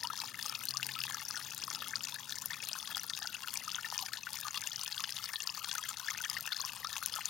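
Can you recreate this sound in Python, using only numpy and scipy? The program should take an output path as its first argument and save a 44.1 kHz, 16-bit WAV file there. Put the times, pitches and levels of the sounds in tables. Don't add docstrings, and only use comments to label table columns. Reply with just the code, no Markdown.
import sys
import numpy as np
from scipy import signal
from scipy.fft import rfft, irfft, next_fast_len
from scipy.io import wavfile
from scipy.ndimage import map_coordinates

SR = 44100
rng = np.random.default_rng(int(sys.argv[2]) if len(sys.argv) > 2 else 0)


def master_out(mix):
    frames = np.transpose(np.atleast_2d(mix))
    ceiling = np.clip(frames, -1, 1)
    pcm = np.round(ceiling * 32767).astype(np.int16)
    wavfile.write(sys.argv[1], SR, pcm)


N = 321489

# start_s, level_db, pitch_hz, t60_s, rise_factor, onset_cycles
LOUD_BUBBLES = [(0.01, -31.5, 4660, 0.0036, 0.033, 1.3), (0.0294, -35.5, 1740, 0.029, 0.15, 0.3),
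                (0.0342, -19, 4950, 0.0015, 0.03, 5.5), (0.0413, -37, 900, 0.12, 0.43, 0.43),
                (0.0507, -30, 2890, 0.027, 0.03, 0.3), (0.072, -28, 4670, 0.0055, 0.03, 1.6),
                (0.101, -37, 1214, 0.049, 0.85, 1.2), (0.132, -32, 5080, 0.003, 0.3, 0.3),
                (0.1336, -37.5, 900, 0.026, 0.24, 0.35), (0.156, -32, 3420, 0.005, 0.03, 0.3),
                (0.1755, -26.5, 4570, 0.0032, 0.4, 0.3), (0.1905, -26, 5610.0, 0.0015, 0.03, 1.5),
                (0.2017, -29, 4660, 0.0055, 0.03, 0.3), (0.213, -36.5, 2170, 0.021, 0.028, 0.26),
                (0.2364, -36.5, 810, 0.023, 0.027, 0.23), (0.243, -33.5, 5300, 0.0075, 0.03, 1.5),
                (0.343, -32, 1940, 0.021, 0.15, 0.37), (0.39, -33.5, 1590, 0.013, 0.3, 0.3),
                (0.3977, -33.5, 3340.0, 0.019, 0.15, 0.3), (0.427, -19.5, 4740, 0.0013, 0.03, 0.3),
                (0.455, -42, 1200, 0.04, 0.03, 0.3), (0.462, -25, 6160, 0.0062, 0.03, 0.3),
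                (0.4959, -23, 5060.0, 0.0027, 0.03, 6.0), (0.524, -38.5, 1123, 0.054, 0.57, 0.3),
                (0.553, -31, 2440, 0.025, 0.03, 0.26), (0.6858, -25, 4280, 0.0091, 0.03, 1.5),
                (0.7078, -19.5, 4400, 0.002, 0.03, 0.29), (0.7388, -30, 4860, 0.0029, 0.03, 1.5),
                (0.771, -16.5, 5200, 0.0014, 0.03, 1.4), (0.7978, -35.5, 1400, 0.015, 0.03, 0.3),
                (0.829, -22.5, 2600, 0.009, 0.26, 0.36), (0.8303, -25, 6260, 0.0018, 0.79, 0.33),
                (0.8456, -33, 4770, 0.01, 0.15, 1.5), (0.8882, -35, 2460, 0.011, 0.3, 6.0),
                (0.8905, -37.5, 1705, 0.019, 0.32, 6.0), (0.938, -31, 4160, 0.0051, 0.03, 1.3),
                (0.9601, -45, 1295, 0.042, 0.026, 6.0), (0.9902, -30, 3920, 0.0042, 0.44, 0.34),
                (0.9895, -31, 2500, 0.018, 0.03, 0.3), (1.004, -28, 4890.0, 0.003, 0.03, 6.0),
                (1.057, -38, 4900, 0.0053, 0.03, 1.5), (1.0379, -27, 4350, 0.003, 0.03, 0.44),
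                (1.038, -24.5, 2600, 0.012, 0.03, 0.66), (1.0674, -27.5, 3470, 0.012, 0.03, 0.3),
                (1.08, -35, 1580.0, 0.011, 0.82, 1.2), (1.099, -35.5, 940, 0.014, 0.28, 0.3),
                (1.109, -41, 1680, 0.03, 0.03, 0.3), (1.123, -27.5, 6370, 0.0051, 0.15, 0.41),
                (1.1445, -30.5, 5100, 0.0028, 0.03, 0.37), (1.146, -39, 1160, 0.016, 0.74, 5.5),
                (1.2003, -35.0, 1770, 0.026, 0.036, 0.3), (1.217, -39.5, 1050, 0.035, 0.03, 0.3),
                (1.2515, -31.5, 5200, 0.011, 0.15, 0.3), (1.2851, -26.5, 5670, 0.0059, 0.15, 1.6),
                (1.304, -38, 1170, 0.03, 0.03, 0.24), (1.3093, -23, 4830, 0.0034, 0.03, 0.31),
                (1.3437, -37, 1610, 0.023, 0.41, 6.0), (1.357, -29, 5550, 0.011, 0.03, 0.33),
                (1.3659, -34.5, 1410, 0.024, 0.03, 0.33), (1.3749, -29, 4210, 0.011, 0.03, 0.3),
                (1.414, -32, 1850, 0.011, 0.03, 0.43), (1.4478, -32, 6400, 0.0026, 0.03, 6.0),
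                (1.5072, -28, 5550, 0.0023, 0.03, 0.33), (1.5224, -33.5, 6200, 0.0039, 0.03, 5.4),
                (1.5793, -24, 6400, 0.0017, 0.027, 0.3), (1.6195, -31.5, 5830, 0.0087, 0.15, 6.0),
                (1.6215, -36.5, 2100, 0.025, 0.9, 8.4), (1.638, -22, 4700, 0.0023, 0.15, 0.3),
                (1.68, -37, 1210, 0.0098, 0.03, 0.18), (1.7026, -24, 5740, 0.0021, 0.03, 1.5),
                (1.711, -31.5, 1160, 0.019, 0.034, 0.26), (1.7485, -30, 5000, 0.012, 0.15, 0.3),
                (1.7494, -29, 3010.0, 0.0044, 0.9, 0.33), (1.7577, -28.5, 4780, 0.0033, 0.03, 0.33),
                (1.8213, -29.5, 1280, 0.0042, 0.03, 0.22), (1.825, -45, 1450, 0.053, 1, 8),
                (1.843, -30, 3130, 0.005, 0.03, 0.3), (1.908, -30.5, 6170, 0.007, 0.03, 0.26),
                (1.9566, -20, 4720.0, 0.0027, 0.028, 6.0), (2.0073, -31.5, 2920, 0.0029, 0.03, 6.6),
                (2.035, -31, 6860, 0.0032, 0.03, 6.0), (2.0399, -26, 4580, 0.011, 0.033, 0.3),
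                (2.0518, -24.5, 6200, 0.0009, 0.03, 1.5), (2.0703, -36, 2660, 0.0085, 0.03, 6.0),
                (2.123, -31, 3350, 0.012, 0.15, 0.3), (2.143, -33.5, 3570, 0.018, 0.15, 0.3),
                (2.159, -43, 1680, 0.025, 0.027, 5.6), (2.1863, -37, 1690, 0.021, 0.03, 0.3),
                (2.232, -34, 2950, 0.006, 0.03, 0.3), (2.295, -24, 5300, 0.0025, 0.63, 0.38),
                (2.3231, -24, 3480, 0.0033, 0.34, 1.2), (2.3244, -40, 1650, 0.038, 0.03, 0.29),
                (2.3561, -24, 7070, 0.005, 0.024, 0.27), (2.3853, -25.5, 5170, 0.0026, 0.03, 0.3),
                (2.421, -25, 5760, 0.0023, 0.74, 0.41), (2.5037, -32.5, 1745, 0.019, 0.17, 6.0),
                (2.518, -34, 1860, 0.021, 0.15, 0.3), (2.533, -27, 3380, 0.0058, 0.03, 0.38),
                (2.534, -36, 1415, 0.021, 0.03, 0.3), (2.5417, -33, 2300, 0.014, 0.03, 0.3),
                (2.603, -31, 2520, 0.036, 0.03, 0.28), (2.6258, -26.5, 5300, 0.0041, 0.03, 0.36),
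                (2.6285, -35, 2070, 0.029, 0.85, 6.0), (2.6383, -37, 6600, 0.0087, 0.03, 0.3),
                (2.6508, -27.5, 6070, 0.005, 0.03, 0.33), (2.6714, -30, 4000, 0.0066, 0.03, 0.3),
                (2.6883, -22.5, 7140, 0.0018, 0.03, 0.3), (2.7154, -31, 3570, 0.01, 0.15, 0.3),
                (2.7317, -19, 4930, 0.0025, 0.35, 1.5), (2.7533, -37, 1018, 0.082, 0.14, 0.34),
                (2.8, -36, 3340.0, 0.017, 0.15, 1.7), (2.8751, -22, 3180, 0.0015, 0.24, 0.24),
                (2.9145, -37, 1900, 0.0087, 0.035, 0.3), (2.92, -39, 1200, 0.0089, 0.3, 0.27),
                (2.948, -25, 3300, 0.013, 0.03, 0.26), (2.97, -24.5, 4600, 0.0025, 0.03, 1.5),
                (2.996, -27, 5760, 0.005, 0.03, 6.0), (3.035, -39, 1530, 0.014, 0.36, 1.4),
                (3.04, -29, 4270, 0.004, 0.03, 0.3), (3.0985, -18, 4250, 0.0023, 0.03, 0.36),
                (3.102, -36, 1610, 0.017, 0.3, 0.3), (3.1353, -24, 3430, 0.01, 0.14, 0.32),
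                (3.15, -31, 3800, 0.004, 0.03, 0.3), (3.175, -28, 2600, 0.0046, 0.03, 1.3),
                (3.1752, -23, 4730, 0.0016, 0.8, 0.3), (3.216, -43, 780, 0.03, 0.18, 1.5),
                (3.223, -27, 3300, 0.0059, 0.3, 0.22), (3.2243, -41, 1630, 0.043, 0.26, 1.3),
                (3.229, -30.5, 4640.0, 0.0048, 0.82, 6.0), (3.246, -43, 775, 0.03, 0.17, 1.8),
                (3.255, -38, 1425, 0.018, 0.03, 0.27), (3.2727, -23.5, 4800, 0.0025, 0.03, 0.77),
                (3.342, -34, 6670.0, 0.0058, 0.15, 6.0), (3.368, -36.5, 2230, 0.012, 0.03, 0.3),
                (3.4333, -32, 2720, 0.015, 0.03, 0.3), (3.4733, -38, 1330, 0.015, 0.24, 0.33),
                (3.484, -27, 2840, 0.012, 0.03, 0.3), (3.4916, -33, 5100, 0.011, 0.15, 0.3),
                (3.506, -32, 4480.0, 0.0089, 0.03, 0.3), (3.54, -22, 8650.0, 0.0014, 0.83, 1.5),
                (3.54, -28.5, 3330, 0.0049, 0.03, 0.3), (3.554, -22, 7400, 0.0059, 0.3, 0.37),
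                (3.5571, -31, 2260, 0.04, 0.03, 0.59), (3.573, -19, 5000, 0.0021, 0.82, 2.3),
                (3.615, -41, 1900, 0.026, 0.3, 6.0), (3.6777, -36.5, 1210, 0.042, 0.028, 0.3),
                (3.681, -23, 5030, 0.0025, 0.03, 0.23), (3.693, -29, 2820, 0.0052, 0.03, 0.3),
                (3.7134, -31, 3150, 0.0042, 0.14, 1.5), (3.7171, -27, 5070, 0.0024, 0.2, 1.5),
                (3.7463, -24.5, 3100, 0.0085, 0.3, 0.3), (3.7556, -26.5, 6070, 0.0057, 0.14, 1.5),
                (3.7836, -34.5, 1355, 0.053, 0.99, 0.27), (3.832, -30.5, 2780, 0.006, 0.03, 0.3),
                (3.8454, -31, 1790, 0.03, 0.15, 0.43), (3.8592, -36, 3700, 0.013, 0.15, 6.0),
                (3.862, -41, 1250, 0.03, 0.44, 0.3), (3.9246, -31.5, 890, 0.0078, 0.03, 1.6),
                (3.94, -32, 5550, 0.0056, 0.03, 6.0), (3.9791, -20.5, 5560, 0.0024, 0.03, 2),
                (3.9897, -29, 4770, 0.0089, 0.15, 0.3), (3.9905, -24.5, 2820, 0.0037, 0.03, 0.33),
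                (4.0233, -32.5, 3920, 0.015, 0.3, 0.3), (4.0255, -41, 757, 0.087, 0.028, 0.28),
                (4.0254, -32, 4990, 0.004, 0.73, 0.3), (4.0524, -33, 5370, 0.0031, 0.03, 1.5),
                (4.0624, -38, 1670.0, 0.029, 0.3, 0.3), (4.085, -33.5, 2280, 0.018, 0.03, 0.38),
                (4.132, -28, 6400, 0.0013, 0.99, 6.0), (4.1344, -20, 3870, 0.0029, 0.14, 0.22),
                (4.135, -34.0, 1590, 0.038, 0.13, 0.38), (4.232, -40, 2570, 0.019, 0.03, 6.0),
                (4.269, -33, 1366, 0.032, 0.58, 0.51), (4.3672, -35, 2000, 0.014, 0.26, 0.34),
                (4.372, -26, 5800, 0.0012, 0.13, 6.0), (4.4481, -42, 1220.0, 0.035, 0.03, 4.8),
                (4.4675, -36, 1040, 0.022, 0.03, 0.33), (4.4824, -31.5, 4140, 0.0088, 0.03, 0.3),
                (4.5086, -29, 6450.0, 0.0043, 0.03, 1.5), (4.5443, -33, 5060, 0.0057, 0.49, 0.34),
                (4.546, -25.5, 2740, 0.021, 0.03, 0.23), (4.5594, -30, 3270, 0.019, 0.03, 0.33),
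                (4.5748, -17.5, 3150, 0.0019, 0.03, 0.093), (4.609, -29, 5080, 0.003, 0.03, 0.3),
                (4.6222, -31.5, 2170, 0.01, 0.03, 0.27), (4.6382, -30, 4470, 0.0041, 0.27, 0.3),
                (4.6717, -30.5, 2750, 0.011, 0.03, 6.0), (4.6728, -22.5, 6340, 0.0051, 0.44, 0.37),
                (4.7164, -32.5, 3180, 0.011, 0.26, 6.0), (4.7193, -35.5, 4720.0, 0.0082, 0.03, 1.5),
                (4.7594, -27.5, 4450, 0.0039, 0.78, 6.0), (4.7936, -28.5, 3880, 0.0024, 0.03, 6.0),
                (4.813, -27.5, 4940, 0.004, 0.39, 6.0), (4.8613, -27.5, 3100, 0.0038, 0.03, 1.5),
                (4.8792, -27, 4850, 0.0031, 0.83, 0.3), (4.9253, -22, 4200, 0.0025, 0.03, 1.3),
                (4.946, -30, 2670, 0.006, 0.03, 0.3), (4.9787, -27.5, 3300, 0.0046, 0.14, 6.0),
                (4.996, -38, 1100, 0.014, 0.03, 0.33), (5.0044, -29, 5030, 0.0019, 0.79, 0.25),
                (5.005, -26.5, 2380, 0.01, 0.15, 0.3), (5.039, -23, 4800, 0.0042, 0.03, 0.27),
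                (5.0393, -29.5, 1480, 0.0049, 0.16, 1.5), (5.0421, -25.5, 2730, 0.0039, 0.81, 6.0),
                (5.123, -29.5, 4800, 0.0085, 0.26, 0.3), (5.1661, -25.5, 3460, 0.019, 1, 0.3),
                (5.1866, -28.5, 2580, 0.012, 0.96, 0.13), (5.2406, -26, 5100, 0.0092, 0.13, 0.26),
                (5.241, -36.5, 1080, 0.016, 0.03, 0.42), (5.26, -29, 4200, 0.0083, 0.03, 0.33),
                (5.2905, -34.5, 1650, 0.014, 0.3, 0.94), (5.3334, -30, 5200, 0.011, 0.15, 0.3),
                (5.3368, -26.5, 1780, 0.0058, 0.03, 0.46), (5.358, -22, 3280, 0.0036, 0.34, 5.4),
                (5.4036, -27, 6050, 0.0058, 0.9, 0.3), (5.4032, -28, 2650, 0.028, 0.16, 0.3),
                (5.4217, -22.5, 5800, 0.0022, 0.42, 1.7), (5.438, -30, 7200, 0.008, 0.03, 0.3),
                (5.4735, -20, 4460, 0.0064, 0.15, 0.37), (5.493, -28, 2660.0, 0.012, 0.03, 0.34),
                (5.499, -30, 4560.0, 0.0082, 0.55, 6.0), (5.5758, -40, 1150, 0.014, 0.028, 6.7),
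                (5.6452, -37, 1720, 0.01, 0.03, 6.0), (5.645, -25, 3340, 0.0027, 0.03, 0.35),
                (5.693, -27, 3300, 0.0092, 0.19, 0.3), (5.7125, -40, 1560, 0.03, 0.03, 6.0),
                (5.7131, -30, 4400.0, 0.0037, 0.9, 1.5), (5.729, -27.5, 5800, 0.0043, 0.15, 0.3),
                (5.7507, -39, 1370, 0.032, 0.4, 6.0), (5.7525, -32, 6500, 0.0087, 0.03, 0.3),
                (5.7798, -40.5, 1240, 0.051, 0.027, 5.4), (5.7819, -23, 6230, 0.0028, 0.03, 6.0),
                (5.7844, -35, 2020.0, 0.0087, 0.55, 6.0), (5.828, -31.5, 3150, 0.027, 0.25, 0.26),
                (5.838, -36, 1610, 0.028, 0.27, 0.34), (5.8382, -24, 4890.0, 0.0017, 0.9, 0.3),
                (5.891, -26.5, 7100, 0.0052, 0.15, 6.0), (5.9703, -31, 3820, 0.0027, 0.28, 1.5),
                (5.9974, -27, 5800, 0.0043, 0.03, 1.5), (6.083, -29, 5150, 0.004, 0.03, 0.3),
                (6.1028, -32, 2050, 0.024, 0.03, 0.3), (6.109, -26, 5800, 0.0027, 0.15, 1.5),
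                (6.148, -34.5, 1640, 0.019, 0.49, 6.0), (6.181, -31.0, 6300, 0.0057, 0.03, 1.4),
                (6.1875, -32, 2280, 0.013, 0.34, 0.28), (6.2045, -33.5, 1460, 0.024, 0.03, 0.22),
                (6.215, -28, 6000, 0.0063, 0.03, 0.3), (6.239, -37, 1650, 0.02, 0.46, 6.0),
                (6.2482, -28.5, 2330, 0.019, 0.03, 0.32), (6.2486, -24.5, 5470, 0.003, 0.15, 0.35),
                (6.253, -34, 1526, 0.027, 0.5, 5.5), (6.2978, -33, 2570, 0.0059, 0.03, 0.34),
                (6.299, -22.5, 4950, 0.0084, 0.03, 2.3), (6.331, -35, 6200, 0.0063, 0.03, 6.0),
                (6.3672, -29, 1970, 0.0056, 0.03, 0.27), (6.455, -33, 2530, 0.026, 0.03, 0.37),
                (6.4741, -27, 2670, 0.012, 0.03, 0.35), (6.4763, -34.5, 1520, 0.033, 0.38, 0.36),
                (6.5198, -28, 3110.0, 0.014, 0.98, 6.6), (6.522, -32.5, 1400, 0.044, 0.03, 0.37),
                (6.5298, -27, 4000, 0.0036, 0.15, 6.0), (6.546, -30, 3360, 0.005, 0.03, 0.3),
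                (6.5625, -36, 6450.0, 0.0036, 0.03, 6.0), (6.5663, -29, 4150, 0.006, 0.03, 0.3),
                (6.587, -32, 4150, 0.0097, 0.03, 1.5), (6.597, -41, 1040, 0.024, 0.15, 1.5),
                (6.615, -26, 6240, 0.0087, 0.03, 0.33), (6.621, -32.5, 3340.0, 0.018, 0.03, 0.3),
                (6.6502, -23.5, 5240, 0.0054, 0.03, 0.3), (6.6948, -33.5, 2590, 0.014, 0.03, 0.3),
                (6.7603, -29, 8000, 0.0058, 0.03, 0.3), (6.847, -28, 1140, 0.055, 0.36, 0.21),
                (6.8467, -28, 5200, 0.0085, 0.33, 0.3), (6.8712, -25.5, 4930, 0.0018, 0.03, 1.5),
                (6.9297, -30, 3530, 0.019, 0.78, 0.3), (6.929, -26, 5370, 0.0021, 0.9, 0.33),
                (6.956, -39.5, 1280, 0.031, 0.4, 0.33), (6.9662, -28, 2400.0, 0.0048, 0.35, 1.5),
                (6.97, -26.5, 6340.0, 0.0018, 0.03, 6.0), (6.9819, -24, 6140, 0.0019, 0.03, 0.3),
                (7.0269, -28, 1370, 0.0076, 0.03, 0.34), (7.0607, -28, 3120, 0.0054, 0.03, 0.3),
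                (7.084, -27, 5130, 0.0024, 0.03, 0.27), (7.139, -26.5, 3950, 0.0031, 0.68, 1.5),
                (7.161, -22.5, 6230.0, 0.0021, 0.63, 0.28), (7.1878, -31.5, 915, 0.025, 0.5, 0.3),
                (7.208, -34, 2040, 0.0053, 0.03, 6.0), (7.2563, -17.5, 6600, 0.0015, 0.03, 6.0)]
# time_s, level_db
FLOW_STRENGTH = [(0.0, -50), (0.45, -45), (0.95, -51.5), (1.42, -46), (2.17, -47), (2.39, -53),
                 (2.54, -47.5), (3.53, -48.5), (3.69, -45.5), (4.02, -49), (4.2, -48), (4.69, -47.5),
                 (5.28, -47.5), (5.68, -46), (6.09, -46), (6.42, -43), (6.78, -47.5), (7.29, -44)]
# start_s, level_db, pitch_hz, length_s, climb_octaves
GLIDING_BUBBLES = [(0.548, -31.5, 3077, 0.0067, 1.55), (0.739, -45.5, 1000, 0.016, 0.52),
                   (0.951, -34, 2280, 0.0067, 1.2), (1.014, -34, 2450, 0.007, 1.3),
                   (1.934, -30.5, 1534, 0.0083, 0.84), (2.694, -38.5, 2740, 0.006, 0.75),
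                   (2.855, -39, 3100, 0.0044, 0.75), (2.9685, -30.5, 1090, 0.0036, 1.1),
                   (3.3444, -38, 2540, 0.013, 0.54), (3.956, -39, 2980, 0.0055, 0.44),
                   (4.171, -31, 2860, 0.0043, 1.6), (5.713, -29, 2720, 0.0028, 1.3),
                   (6.083, -30, 1600, 0.0087, 0.55), (6.367, -32, 1670, 0.0084, 0.51),
                   (6.602, -28.5, 4020, 0.006, 0.56), (6.639, -38, 960, 0.015, 0.5),
                   (7.159, -39.5, 1250, 0.007, 0.84)]
# start_s, level_db
LOUD_DROPLETS = [(0.592, -24), (0.6374, -24.5), (0.6543, -19.5), (0.691, -22), (0.769, -32), (0.867, -19),
                 (0.9897, -24), (1.037, -22), (1.062, -28), (1.1004, -23.5), (1.1233, -32), (1.2895, -23),
                 (1.5475, -24.5), (1.5786, -26.5), (1.6787, -26), (1.8835, -23), (2.0238, -29),
                 (2.419, -26), (2.4428, -34), (2.4587, -17.5), (2.6873, -20.5), (2.9695, -26),
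                 (3.034, -23.5), (3.0659, -28), (3.19, -24), (3.483, -24), (3.5389, -21), (3.5754, -25),
                 (4.3311, -24.5), (4.3566, -24), (4.4032, -24), (4.412, -24), (4.6172, -23.5), (4.676, -30),
                 (4.8355, -22), (4.8474, -24), (5.004, -24), (5.1068, -28), (5.329, -33), (5.6875, -25),
                 (5.889, -19), (6.2198, -25), (6.299, -20.5), (6.4083, -18.5), (6.4267, -26), (6.464, -23),
                 (6.9656, -29), (7.0274, -24.5), (7.0354, -25), (7.0605, -13), (7.1546, -20)]
# middle_s, half_width_s, level_db
HUM_SWELLS = [(0.4, 0.14, -61), (0.89, 0.25, -51.5), (1.47, 0.2, -58), (2.32, 0.34, -57.5)]
# start_s, level_db
LOW_KNOCKS = [(1.635, -48), (1.679, -56), (1.704, -58), (1.734, -56), (1.744, -54), (1.779, -55),
              (1.819, -57)]
# frequency_hz, gain_db
WASH_SPECTRUM = [(300, -21), (600, -39.5), (850, 0.5), (1300, -14.5), (2200, -5), (4800, -4), (7000, -7),
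                 (9000, -13), (16000, -16.5)]
# frequency_hz, gain_db
TICK_SPECTRUM = [(500, -54), (1500, -16), (3000, -0.5), (6000, 9.5), (9000, 7), (12000, 7.5), (16000, 5.5)]
# frequency_hz, gain_db
POOL_RADIATION = [(200, -45.5), (450, -4.5), (640, -1), (820, -1.5), (1150, 0.7), (1700, 0.2), (2600, 0.3),
                  (5000, 0)]
# frequency_hz, gain_db
BANK_SPECTRUM = [(300, -13), (1200, 9), (5000, 1.5), (14000, -1.5)]
# frequency_hz, gain_db
RUMBLE_SPECTRUM = [(20, -26), (35, -23), (55, -17), (75, -7.5), (110, 3.5), (180, 0), (270, -7),
                   (320, -15.5), (600, -14.5), (1200, -39), (4000, -58)]
# frequency_hz, gain_db
RUMBLE_SWELL_SPECTRUM = [(20, -44), (60, -19), (120, -7.5), (190, 0), (280, -1.5), (330, -9), (600, -12),
                         (1200, -48), (4000, -65)]
# frequency_hz, gain_db
DRONE_SPECTRUM = [(20, -33), (55, -12), (72, 6), (90, -1), (140, -20), (400, -61)]
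# frequency_hz, gain_db
KNOCK_SPECTRUM = [(60, -22), (150, 0), (280, -2), (450, -8), (800, -17), (2000, -50)]
# centre_hz, width_hz, gain_db
DITCH_BANDS = [(1310, 160, 2.5), (1794, 73, 5.5), (1893, 105, -4.5), (2300, 167, -5), (2880, 30, -1),
               (3080, 46, -9.5), (3310, 60, 3), (3995, 58, -14), (4190, 62, 3), (4880, 310, 3),
               (6100, 210, 1.5), (7735, 180, -18), (8730, 140, -8.5)]
# frequency_hz, left_minus_right_db
BALANCE = [(60, 7.5), (200, 10), (380, 5), (700, 7.5), (1300, 10.5), (2400, 10), (4400, 11), (8000, 12),
           (15000, 14)]

PLOP_SPREAD_DB, SPRAY_SPREAD_DB = 12, 17
PINCH_GAIN, PINCH_SHARPEN, PINCH_CYCLES = 0.8, 0.16, 2.6
RISE_ACCELERATION, MAX_RISE_FACTOR = 1.3, 0.85


def amp(db):
    return 10 ** (np.asarray(db) / 20)


def unit(x):
    return x / np.sqrt(np.mean(x ** 2) + 1e-20)


def along(points, hz):
    frequencies, values = np.transpose(points)
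    return np.interp(np.log(hz + 1), np.log(frequencies + 1), values)


def wobble(rate):
    knots = rng.standard_normal(int(N * rate / SR) + 4)
    return map_coordinates(knots, [np.arange(N) * rate / SR])


def swell(middle_s, half_width_s):
    return np.exp(-((np.arange(N) / SR - middle_s) / half_width_s) ** 2)


def coloured(x, gain_db):
    m = 2 * next_fast_len(N // 2 + SR // 4)
    cepstrum = irfft(np.log(amp(gain_db(np.fft.rfftfreq(m, 1 / SR)))), m)
    cepstrum[1:m // 2] *= 2
    cepstrum[m // 2 + 1:] = 0
    return irfft(rfft(x, m) * np.exp(rfft(cepstrum)), m)[..., :N]


def shaped(x, spectrum):
    return coloured(x, lambda hz: along(spectrum, hz))


def placed(start_s, grains):
    at = np.round(start_s * SR).astype(int)[:, None] + np.arange(grains.shape[1])
    return np.bincount(at.ravel(), grains.ravel(), N)[:N]


def staggered(offsets):
    return (np.arange(len(offsets)) + offsets) / len(offsets) * (N - 1) / SR


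def ring(hz, t60, rise, onset_cycles, size):
    t = np.arange(size) / SR
    hz, t60, rise = hz[:, None], t60[:, None], rise[:, None]
    pinch = np.exp(-t * hz / PINCH_CYCLES) / (1 + onset_cycles)
    age = np.minimum(t / t60, 1)
    attack = 1 - np.exp(-t * hz / onset_cycles)
    envelope = np.exp(-np.log(1000) * t / t60) * attack * (1 + PINCH_GAIN * pinch)
    pitch = hz * (1 + PINCH_SHARPEN * pinch + rise * age * (1 + RISE_ACCELERATION * age))
    phase = 2 * np.pi * np.cumsum(pitch, axis=1) / SR
    return envelope / envelope.max(axis=1, keepdims=True) * np.sin(phase)


def snaps(count, t60, size=256):
    burst = rng.standard_normal((count, size)) * np.exp(-np.log(1000) * np.arange(size) / SR / t60)
    return burst / np.abs(burst).max(axis=1, keepdims=True)


def jostle(depth_db=2.2):
    return amp(depth_db * np.tanh(wobble(520)))


def near_bubbles(bubbles, ring_db, snap_db):
    start_s, db, hz, t60, rise, onset = bubbles.T
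    peak, onset = amp(db)[:, None], onset[:, None]
    rings = placed(start_s, peak * ring(hz, t60, rise, onset, size=2600))
    snapping = placed(start_s, peak / (1 + onset) * snaps(len(start_s), t60=0.0026))
    return amp(ring_db) * jostle() * rings + amp(snap_db) * shaped(snapping, WASH_SPECTRUM)


def ring_time(hz):
    return 0.0164 * (hz / 2000) ** -1.33


def shed_bubbles(within_s, level_db, max_octaves):
    parent_s, parent_db, parent_hz, _, _, onset = np.transpose(LOUD_BUBBLES)
    when, smaller, strength, lift = rng.random((len(parent_s), 4)).T
    start_s = parent_s + within_s * when ** 2
    db = parent_db + level_db + 6 * (strength - 0.5)
    hz = parent_hz * 2 ** (max_octaves * smaller)
    return np.transpose([start_s, db, hz, 0.5 * ring_time(hz), MAX_RISE_FACTOR * lift ** 2, onset])


def lesser_bubbles(low_hz, high_hz, db_per_octave, count):
    when, smaller, strength, life, lift = rng.random((count, 5)).T
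    hz = low_hz * (high_hz / low_hz) ** smaller
    db = -43.5 + db_per_octave * np.log2(hz / 2000) + 2 * (2 * strength - 1)
    t60 = ring_time(hz) * 2 ** (life - 0.5)
    return np.transpose([staggered(when), db, hz, t60, MAX_RISE_FACTOR * lift, np.ones(count)])


def surges(splash_db, settle_s, churn_db):
    start_s = np.array(LOUD_BUBBLES)[:, 0]
    fade = np.exp(-np.arange(SR // 15) / SR / settle_s)
    splashes = np.tanh(placed(start_s, np.tile(fade, (len(start_s), 1))))
    churn = np.tanh(0.41 * wobble(55) + 0.5 * wobble(150))
    return splash_db * splashes + churn_db * churn


def flow(depth=0.47):
    level_db = np.interp(np.arange(N) / SR, *np.transpose(FLOW_STRENGTH))
    return amp(depth * (level_db - level_db.mean()))


def swarm(surge_db, spread_db, band_hz, cycles, rise, count, size):
    when, smaller, life, lift, strength = rng.random((count, 5)).T
    start_s = staggered(when)
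    low_hz, high_hz = band_hz
    hz = low_hz * (high_hz / low_hz) ** smaller
    t60 = cycles * 2 ** (2 * life - 1) / hz
    db = spread_db * strength ** 2 + surge_db[(start_s * SR).astype(int)]
    peak = amp(db) * (hz / low_hz) ** 0.38
    rings = ring(hz, t60, rise * lift * life, onset_cycles=1.0, size=size)
    return unit(placed(start_s, peak[:, None] * rings))


def spray(surge_db, count):
    when, strength = rng.random((count, 2)).T
    peak = amp(SPRAY_SPREAD_DB * strength ** 3)[:, None]
    ticks = placed(when * N / SR, peak * snaps(count, t60=0.0077))
    return unit(shaped(ticks * amp(surge_db), TICK_SPECTRUM))


def spatter(count):
    when, strength = rng.random((count, 2)).T
    peak = amp(SPRAY_SPREAD_DB * strength ** 4)[:, None]
    ticks = placed(when * (N - 1) / SR, peak * snaps(count, t60=0.0023))
    return unit(shaped(ticks, WASH_SPECTRUM))


def water():
    shed = shed_bubbles(within_s=0.012, level_db=-10.5, max_octaves=1.08)
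    lesser = lesser_bubbles(low_hz=1218, high_hz=7160, db_per_octave=5.5, count=130)
    surge = surges(splash_db=14, settle_s=0.0014, churn_db=9)
    hollow = amp(-75) * swarm(0.5 * surge, PLOP_SPREAD_DB, band_hz=(420, 720),
                              cycles=9, rise=0.3, count=130, size=2600)
    plops = amp(-76.5) * swarm(0.5 * surge, PLOP_SPREAD_DB, band_hz=(580, 1020),
                               cycles=4.6, rise=0.25, count=300, size=2600)
    gurgle = amp(-58) * swarm(0.44 * surge, PLOP_SPREAD_DB, band_hz=(860, 2104),
                              cycles=25, rise=1.3, count=900, size=2000)
    tinkle = amp(-52.5) * swarm(surge, SPRAY_SPREAD_DB, band_hz=(2376, 6950),
                                cycles=27, rise=1.17, count=2800, size=480)
    fizz = amp(-56) * swarm(1.03 * surge, SPRAY_SPREAD_DB, band_hz=(7900, 15900),
                            cycles=43, rise=0.1, count=2400, size=256)
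    patter = amp(-56.5) * spray(0.27 * surge, count=2200)
    wash = amp(-64 + 1.48 * surge) * unit(shaped(rng.standard_normal(N), WASH_SPECTRUM))
    splashes = near_bubbles(np.vstack([LOUD_BUBBLES, shed, lesser]), ring_db=-0.17, snap_db=-2.5)
    splashes += amp(-0.5) * glides(low_hz=1100, high_hz=4600, cycles=15, faint_count=28)
    splashes += droplets(centre_hz=11740, ping_db=-3.8, slap_db=-7.2, faint_count=8)
    smacks = amp(-53) * spatter(count=1200)
    bubbling = flow() * (hollow + plops + gurgle + tinkle + smacks)
    return shaped(splashes + bubbling + fizz + patter, POOL_RADIATION) + wash


def bank_reflections(x, t60, apart_db, hop=2048):
    starts = np.arange(0, N, hop)
    padded = np.pad(x, (0, 2 * hop))
    frames = padded[starts[:, None] + np.arange(2 * hop)] * signal.get_window("hann", 2 * hop)
    t = np.arange(2 * hop) / SR
    fade = np.exp(-np.log(1000) * t / t60) * (1 - np.exp(-t / 0.00028))
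    paths = rng.standard_normal(frames.shape) + amp(apart_db) * rng.standard_normal((2, *frames.shape))
    echoes = signal.fftconvolve(frames[None], paths * fade / np.linalg.norm(fade), axes=2)
    return shaped(np.array([placed(starts / SR, side) for side in echoes]), BANK_SPECTRUM)


def far_rumble():
    air = rng.standard_normal(N) + 0.47 * rng.standard_normal((2, N))
    resting = amp(-66.5 + 2.1 * wobble(13)) * unit(shaped(air, RUMBLE_SPECTRUM))
    envelope = amp(-68.5 + 2.1 * wobble(12)) * swell(middle_s=1.4, half_width_s=2.76)
    return resting + envelope * unit(shaped(rng.standard_normal(N), RUMBLE_SWELL_SPECTRUM))


def far_drone():
    level_db = -79 + 8.5 * swell(middle_s=6.93, half_width_s=0.3)
    return amp(level_db) * unit(shaped(rng.standard_normal(N), DRONE_SPECTRUM))


def glides(low_hz, high_hz, cycles, faint_count, size=1100):
    when, smaller, strength, lift = rng.random((faint_count, 4)).T
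    faint_hz = low_hz * (high_hz / low_hz) ** smaller
    faint_db = -43.5 + 6 * (strength + smaller - 1)
    faint = np.transpose([staggered(when), faint_db, faint_hz, cycles / faint_hz, (1 + lift) / 2])
    start_s, db, hz, length_s, octaves = np.vstack([GLIDING_BUBBLES, faint]).T
    progress = np.minimum(np.arange(size) / SR / length_s[:, None], 1)
    envelope = np.sqrt(np.abs(np.sin(np.pi * progress))) * np.exp(-progress)
    pitch = hz[:, None] * 2 ** (octaves[:, None] * progress ** 1.5)
    chirps = envelope / envelope.max() * np.sin(2 * np.pi * np.cumsum(pitch, axis=1) / SR)
    return jostle() * placed(start_s, amp(db)[:, None] * chirps)


def far_hum(start_hz, climb_hz_per_s):
    swells = sum(amp(db) * swell(middle, width) for middle, width, db in HUM_SWELLS)
    waver = amp(-4 + 1.6 * wobble(12.8))
    hz = start_hz + climb_hz_per_s * np.arange(N) / SR + 1.6 * wobble(10.15)
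    return swells * waver * np.sin(2 * np.pi * np.cumsum(hz) / SR)


def droplets(centre_hz, ping_db, slap_db, faint_count):
    faint_s = rng.random(faint_count) * (N - 1) / SR
    faint_db = -36 + 8 * rng.standard_normal(faint_count)
    start_s, db = np.vstack([LOUD_DROPLETS, np.transpose([faint_s, faint_db])]).T
    hz = centre_hz * 2 ** (0.29 * rng.standard_normal(len(start_s)))
    peak = amp(db)[:, None]
    pings = placed(start_s, peak * ring(hz, 14 / hz, np.zeros_like(hz), onset_cycles=0.98, size=256))
    slaps = shaped(placed(start_s, peak * snaps(len(start_s), t60=0.003)), TICK_SPECTRUM)
    return amp(ping_db) * pings + amp(slap_db) * slaps


def knocking():
    start_s, db = np.transpose(LOW_KNOCKS)
    bursts = placed(start_s, amp(db)[:, None] * snaps(len(start_s), t60=0.014))
    thuds = shaped(bursts, KNOCK_SPECTRUM)
    return amp(db.max()) * thuds / np.abs(thuds).max()


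def ditch_db(hz):
    return sum(db * np.exp(-((hz - centre) / width) ** 2) for centre, width, db in DITCH_BANDS)


def scene():
    stream = water()
    reflections = amp(-9.5) * bank_reflections(stream, t60=0.022, apart_db=-14)
    near = coloured(stream + reflections, ditch_db)
    far = far_hum(start_hz=125.5, climb_hz_per_s=5.4) + far_rumble() + far_drone()
    left, right = near + far + knocking()
    left_db = lambda hz: 20 * np.log10(2 / (1 + amp(-along(BALANCE, hz))))
    right_db = lambda hz: left_db(hz) - along(BALANCE, hz)
    return np.array([coloured(left, left_db), coloured(right, right_db)])


def record(dry):
    cutoff_hz = 16250
    m = next_fast_len(N + SR // 2)
    passband = 1 / (1 + (np.fft.rfftfreq(m, 1 / SR) / cutoff_hz) ** 120)
    return irfft(rfft(dry, m) * passband, m)[:, :N]


dry = scene()
out = record(dry)
master_out(out)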